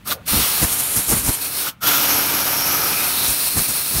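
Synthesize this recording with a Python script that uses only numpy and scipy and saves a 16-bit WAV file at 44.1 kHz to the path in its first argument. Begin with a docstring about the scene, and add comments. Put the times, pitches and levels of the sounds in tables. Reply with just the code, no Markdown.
"""Pressure washer on a small camera

A pressure washer fires a short spit and two long blasts at a camera wedged between bricks on paving.
The jet is a dense hail of drops whose tone depends on what it hits: an edge, the lens or the flat body.
Gaps ring as water crosses them, and plumes of mist buffet the close microphone.
The pump hums faintly over the low background of the yard. The sound is mono."""
import sys
import numpy as np
from scipy import signal
from scipy.fft import rfft, irfft
from scipy.io import wavfile
from scipy.ndimage import map_coordinates

SR = 44100
rng = np.random.default_rng(int(sys.argv[2]) if len(sys.argv) > 2 else 0)


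def dump(signal):
    """Clip the signal to [-1, 1] and save it as 16-bit WAV at the path in sys.argv[1]."""
    limited = np.clip(np.atleast_2d(signal).T, -1, 1)
    pcm = np.round(limited * 32767).astype(np.int16)
    wavfile.write(sys.argv[1], SR, pcm)


N = 176400
TOP_HZ = 15700  # the treble ends here


def jet():
    """Drops drum on whatever the wandering jet hits, and the spray has a hollow rasp."""
    # How loud each target and the rasp are over time: time_s, level_db
    edge_levels = [(.12, -27.5), (.25, -22), (.33, -16), (.42, -20), (.48, -20.5), (.62, -21), (.68, -31.5),
                   (1.395, -32.5), (1.422, -23.5), (1.51, -26), (1.61, -20.5), (1.72, -40), (2.1, -26.5),
                   (2.75, -28), (2.95, -23), (3.2, -21), (3.35, -19), (3.7, -21), (4, -20.5)]
    lens_levels = [(.5, -48), (.63, -25), (.85, -23), (.92, -20.5), (1.04, -24), (1.18, -20.5),
                   (1.225, -27), (1.345, -19.5), (1.368, -29), (1.5, -40.5)]
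    body_levels = [(1.65, -33), (1.9, -21.5), (2.04, -22), (2.12, -17), (2.25, -20.5), (2.68, -20),
                   (2.9, -21.5), (3.1, -25.5), (3.25, -23.5), (3.6, -57)]
    rasp_levels = [(.06, -32), (.102, -24), (.121, -19), (.134, -22), (.29, -27.5), (.44, -21), (.7, -27),
                   (1.42, -50), (1.6, -31.5), (1.685, -22), (1.86, -21), (1.877, -13), (1.94, -17),
                   (2.06, -19.5), (2.1, -25), (3.22, -29.5), (3.45, -62)]
    # The tone of each one: pitch_hz, level_db
    edge_tone = [(800, -9), (1130, -8.5), (1250, -5), (1870, -11), (2650, -3.5), (3050, -10.5),
                 (3550, -6.5), (4020, -1), (4700, -4.5), (5250, -2), (5870, -6.5), (7440, -8.5), (8010, -2),
                 (9080, 0.5), (11500, 0.5), (13800, -1), (15500, -2)]
    lens_tone = [(600, -11.5), (1080, -10), (1610, -13.5), (2400, -9), (4190, -6), (4990, -16),
                 (5650, -12.5), (7070, -5), (11200, 1.5), (13000, -2), (14200, -13)]
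    body_tone = [(600, -6.5), (929, -1.5), (1040, -8.5), (1270, -0.5), (1810, -9.5), (2380, -4.5),
                 (3400, -11.5), (3900, -13.5), (4800, -9.5), (5450, -3), (6460, -9), (8260, -16),
                 (9600, -23), (11000, -2.5), (12400, 0), (14500, -13.5)]
    rasp_tone = [(700, -10), (995, -4.5), (1260, -2.5), (1430, -2.5), (1740, -8.5), (3340, -4.5),
                 (3900, -7), (5400, -7), (7010, -8), (8190, -9.5), (10800, -9), (12600, -3), (14500, -5.5)]
    edge = curve(edge_levels) * shape_tone(drops(), edge_tone, low_hz=40)
    lens = curve(lens_levels) * shape_tone(drops(), lens_tone, low_hz=61)
    body = curve(body_levels) * shape_tone(drops(), body_tone, low_hz=61)
    rasp = curve(rasp_levels) * shape_tone(drops(), rasp_tone, low_hz=60)
    return edge + lens + body + rasp


def drops():
    """Countless uneven impacts in fine mist; the jet breaks up, so they come in clumps."""
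    drops_per_s, spread_db = 6000, 2.5
    mist_db, mist_hz = -5, 7000  # above this pitch the drops give way to smooth mist
    hits = rng.random(N) < drops_per_s / SR
    sizes = gain(spread_db * np.minimum(rng.exponential(size=N), np.pi))
    impacts = unit(hits * sizes * rng.choice([-1, 1], N))
    mist = rng.standard_normal(N)
    drop_share = 1 / (1 + gain(mist_db) ** 2 + (pitches() / mist_hz) ** 2)
    hail = irfft(np.sqrt(drop_share) * rfft(impacts) + np.sqrt(1 - drop_share) * rfft(mist), N)
    clumps = gain(0.96 * wander(per_s=34.85))
    return brick_echo(hail * clumps)


def valve():
    """Water flow builds up after each pull of the trigger and dies away after each release."""
    # Trigger pulls: start_s, release_s
    pulls = [(0.04, 0.13), (0.248, 1.689), (1.801, 4.1)]
    open_s, close_s = 0.037, 0.039  # time to open fully, time to fall by 30 dB
    t = clock()
    flow = np.zeros(N)
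    for start_s, release_s in pulls:
        opening = np.clip((t - start_s) / open_s, 0, 1) ** 2
        closing = gain(-30 * np.maximum(t - release_s, 0) / close_s)
        flow += opening * closing
    return flow


def hollows():
    """Drops make each gap ring at its own pitch while the water crosses it."""
    # Ringing gaps: peak_s, half_length_s, pitch_hz, width_hz, level_db
    gaps = [(0.076, 0.013, 1270, 200, -34), (0.105, 0.008, 550, 120, -35),
            (0.123, 0.0069, 1230, 300, -21.5), (0.116, 0.0099, 3700, 900, -25),
            (0.16, 0.035, 595, 300, -40), (0.386, 0.061, 3900, 2400, -27),
            (1.673, 0.0085, 1370, 300, -32.5), (1.846, 0.019, 1340, 220, -24),
            (1.88, 0.017, 3300, 600, -21.5), (1.882, .016, 12600, 700, -18.5),
            (1.938, 0.05, 1330, 260, -25), (2.01, .06, 14400, 1200, -27), (2.13, 0.027, 6300, 600, -29),
            (2.63, .08, 5520, 600, -28.5), (2.766, 0.049, 6100, 450, -32), (2.8, 0.2, 1290, 140, -33.5),
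            (2.987, 0.08, 2500, 400, -30), (3.213, 0.065, 3840, 700, -27)]
    hail_spectrum = rfft(drops())
    ringing = np.zeros(N)
    for peak_s, half_length_s, pitch_hz, width_hz, level_db in gaps:
        band = hail_spectrum / (1 + (2 * (pitches() - pitch_hz) / width_hz) ** 2)
        ringing += gain(level_db) * swell(peak_s, half_length_s) * unit(irfft(band, N))
    return ringing


def plumes():
    """Spray bounces off and swirls over the microphone: a low rumble and a bright spatter."""
    # Puffs of mist that arrive: peak_s, half_length_s, rumble_db, spatter_db
    puffs = [(0.34, 0.02, -21.5, -37), (0.394, 0.032, -24.5, -30), (0.636, .015, -14.5, -16.5),
             (0.731, 0.015, -37, -17), (0.799, 0.012, -37.5, -21), (0.977, 0.023, -26, -17),
             (1.099, 0.02, -30, -18.5), (1.131, 0.015, -15, -19.5), (1.185, 0.035, -26, -27),
             (1.267, 0.022, -29, -21), (1.293, 0.012, -18, -25), (3.297, 0.027, -28.5, -19.5),
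             (3.584, 0.025, -22.5, -20.5), (3.697, 0.02, -29.5, -21.5), (3.97, 0.039, -25.5, -23.5)]
    # The tone of the two parts: pitch_hz, level_db
    rumble_tone = [(20, -22), (45, 1), (130, -2.5), (250, -4.5), (500, -15), (1200, -16.5), (3000, -26),
                   (8000, -25)]
    spatter_tone = [(500, -10.5), (4500, -12.5), (5600, -5), (7500, -2.5), (8300, 1), (9400, 2),
                    (10500, -2), (11200, 5.5), (12300, 1), (14300, -10), (15700, -4)]
    swirls = gain(1.55 * wander(per_s=180))
    rumble = shape_tone(swirls * rng.standard_normal(N), rumble_tone)
    spatter = shape_tone(np.sqrt(swirls) * drops(), spatter_tone)
    return sum(swell(peak_s, half_length_s) * (gain(rumble_db) * rumble + gain(spatter_db) * spatter)
               for peak_s, half_length_s, rumble_db, spatter_db in puffs)


def pump():
    """The working pump hums, slightly unsteady in pitch and loudness."""
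    # The tones in the hum: pitch_multiple, level_db
    tones = [(1, -47), (2, -42), (4, -49), (5, -55)]
    # How the whole hum rises and falls: time_s, change_db
    changes = [(1.7, -6.5), (1.95, 3), (2.8, 0.5), (3.4, -7)]
    pitch_hz = 143.1 * (1 + 0.007 * wander(per_s=18))
    phase = 2 * np.pi * np.cumsum(pitch_hz) / SR
    hum = sum(gain(level_db + 2 * wander(per_s=21)) * np.sqrt(2) * np.sin(multiple * phase)
              for multiple, level_db in tones)
    return hum * curve(changes)


def brick_echo(sound):
    """Nearby bricks bounce the treble back quickly, smearing each impact."""
    echo_db, fade_s, low_hz = -11.5, 0.006, 2000
    t = np.arange(1024) / SR
    burst = rng.standard_normal(len(t)) * np.exp(-t / fade_s)
    echo = signal.lfilter(*signal.butter(2, low_hz, "high", fs=SR), burst)
    return sound + gain(echo_db) * signal.fftconvolve(sound, echo / np.linalg.norm(echo))[:N]


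def yard_echo(sound):
    """Distant walls leave a short, dull echo in the pauses."""
    echo_db, fade_s, high_hz = -24.5, 0.36, 1900
    burst = unit(rng.standard_normal(N)) * gain(-60 * clock() / fade_s)
    echo = signal.lfilter(*signal.butter(2, high_hz, fs=SR), burst)
    return sound + gain(echo_db) * signal.fftconvolve(sound, echo / np.linalg.norm(echo))[:N]


def outdoors():
    """The low, dull background of the yard sinks over the first two seconds."""
    # The tone of the background: pitch_hz, level_db
    tone = [(25, -20), (80, -4), (200, -8), (400, -29), (2500, -28), (5000, -41), (15000, -42)]
    start_db, fall_db_per_s = -41, 5
    level_db = start_db - fall_db_per_s * np.minimum(clock(), 2) + wander(per_s=8)
    return gain(level_db) * shape_tone(rng.standard_normal(N), tone)


def shape_tone(sound, tone, low_hz=20):
    """Filter by (pitch_hz, level_db) points, trim the deep bass and the top, and scale to strength 1."""
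    hz = pitches()
    pitch_hz, level_db = np.array(tone).T
    shape = gain(np.interp(np.log(hz), np.log(pitch_hz), level_db))
    trim = (hz < TOP_HZ + 200) / np.sqrt(1 + (low_hz / hz) ** 4)
    return unit(irfft(rfft(sound) * shape * trim, N))


def curve(points):
    """A volume curve through (time_s, level_db) points."""
    return gain(np.interp(clock(), *np.array(points).T))


def swell(peak_s, half_length_s):
    """A bell-shaped rise and fall."""
    return .5 ** (((clock() - peak_s) / half_length_s) ** 2)


def wander(per_s):
    """A random drift of strength 1 that heads for a new value per_s times a second."""
    points = rng.standard_normal(8192)
    return unit(map_coordinates(points, [clock() * per_s], order=1, mode="wrap"))


def gain(db):
    """Turn decibels into a volume factor."""
    return 10 ** (np.asarray(db) / 20)


def unit(sound):
    """Scale to an average strength (rms) of 1."""
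    return sound / np.sqrt(np.mean(sound ** 2))


def clock():
    """The time of every sample, in seconds."""
    return np.arange(N) / SR


def pitches():
    """The pitch of every point in the spectrum, in Hz, kept just above zero."""
    return np.arange(N // 2 + 1) * SR / N + 1e-3


def scene():
    """All sources together, the same in both channels."""
    washer = valve() * (jet() + pump()) + hollows()
    mono = yard_echo(washer) + plumes() + outdoors()
    return np.array([mono, mono])


def record(dry):
    """The microphone's opening weakens one narrow band; the recorder cuts off the highest treble."""
    dip_hz, dip_db = 7620, -3
    band = signal.lfilter(*signal.iirpeak(dip_hz, Q=11, fs=SR), dry)
    heard = dry - (1 - gain(dip_db)) * band
    return signal.sosfilt(signal.ellip(12, .1, 80, TOP_HZ, fs=SR, output="sos"), heard)


dry = scene()
out = record(dry)
dump(out)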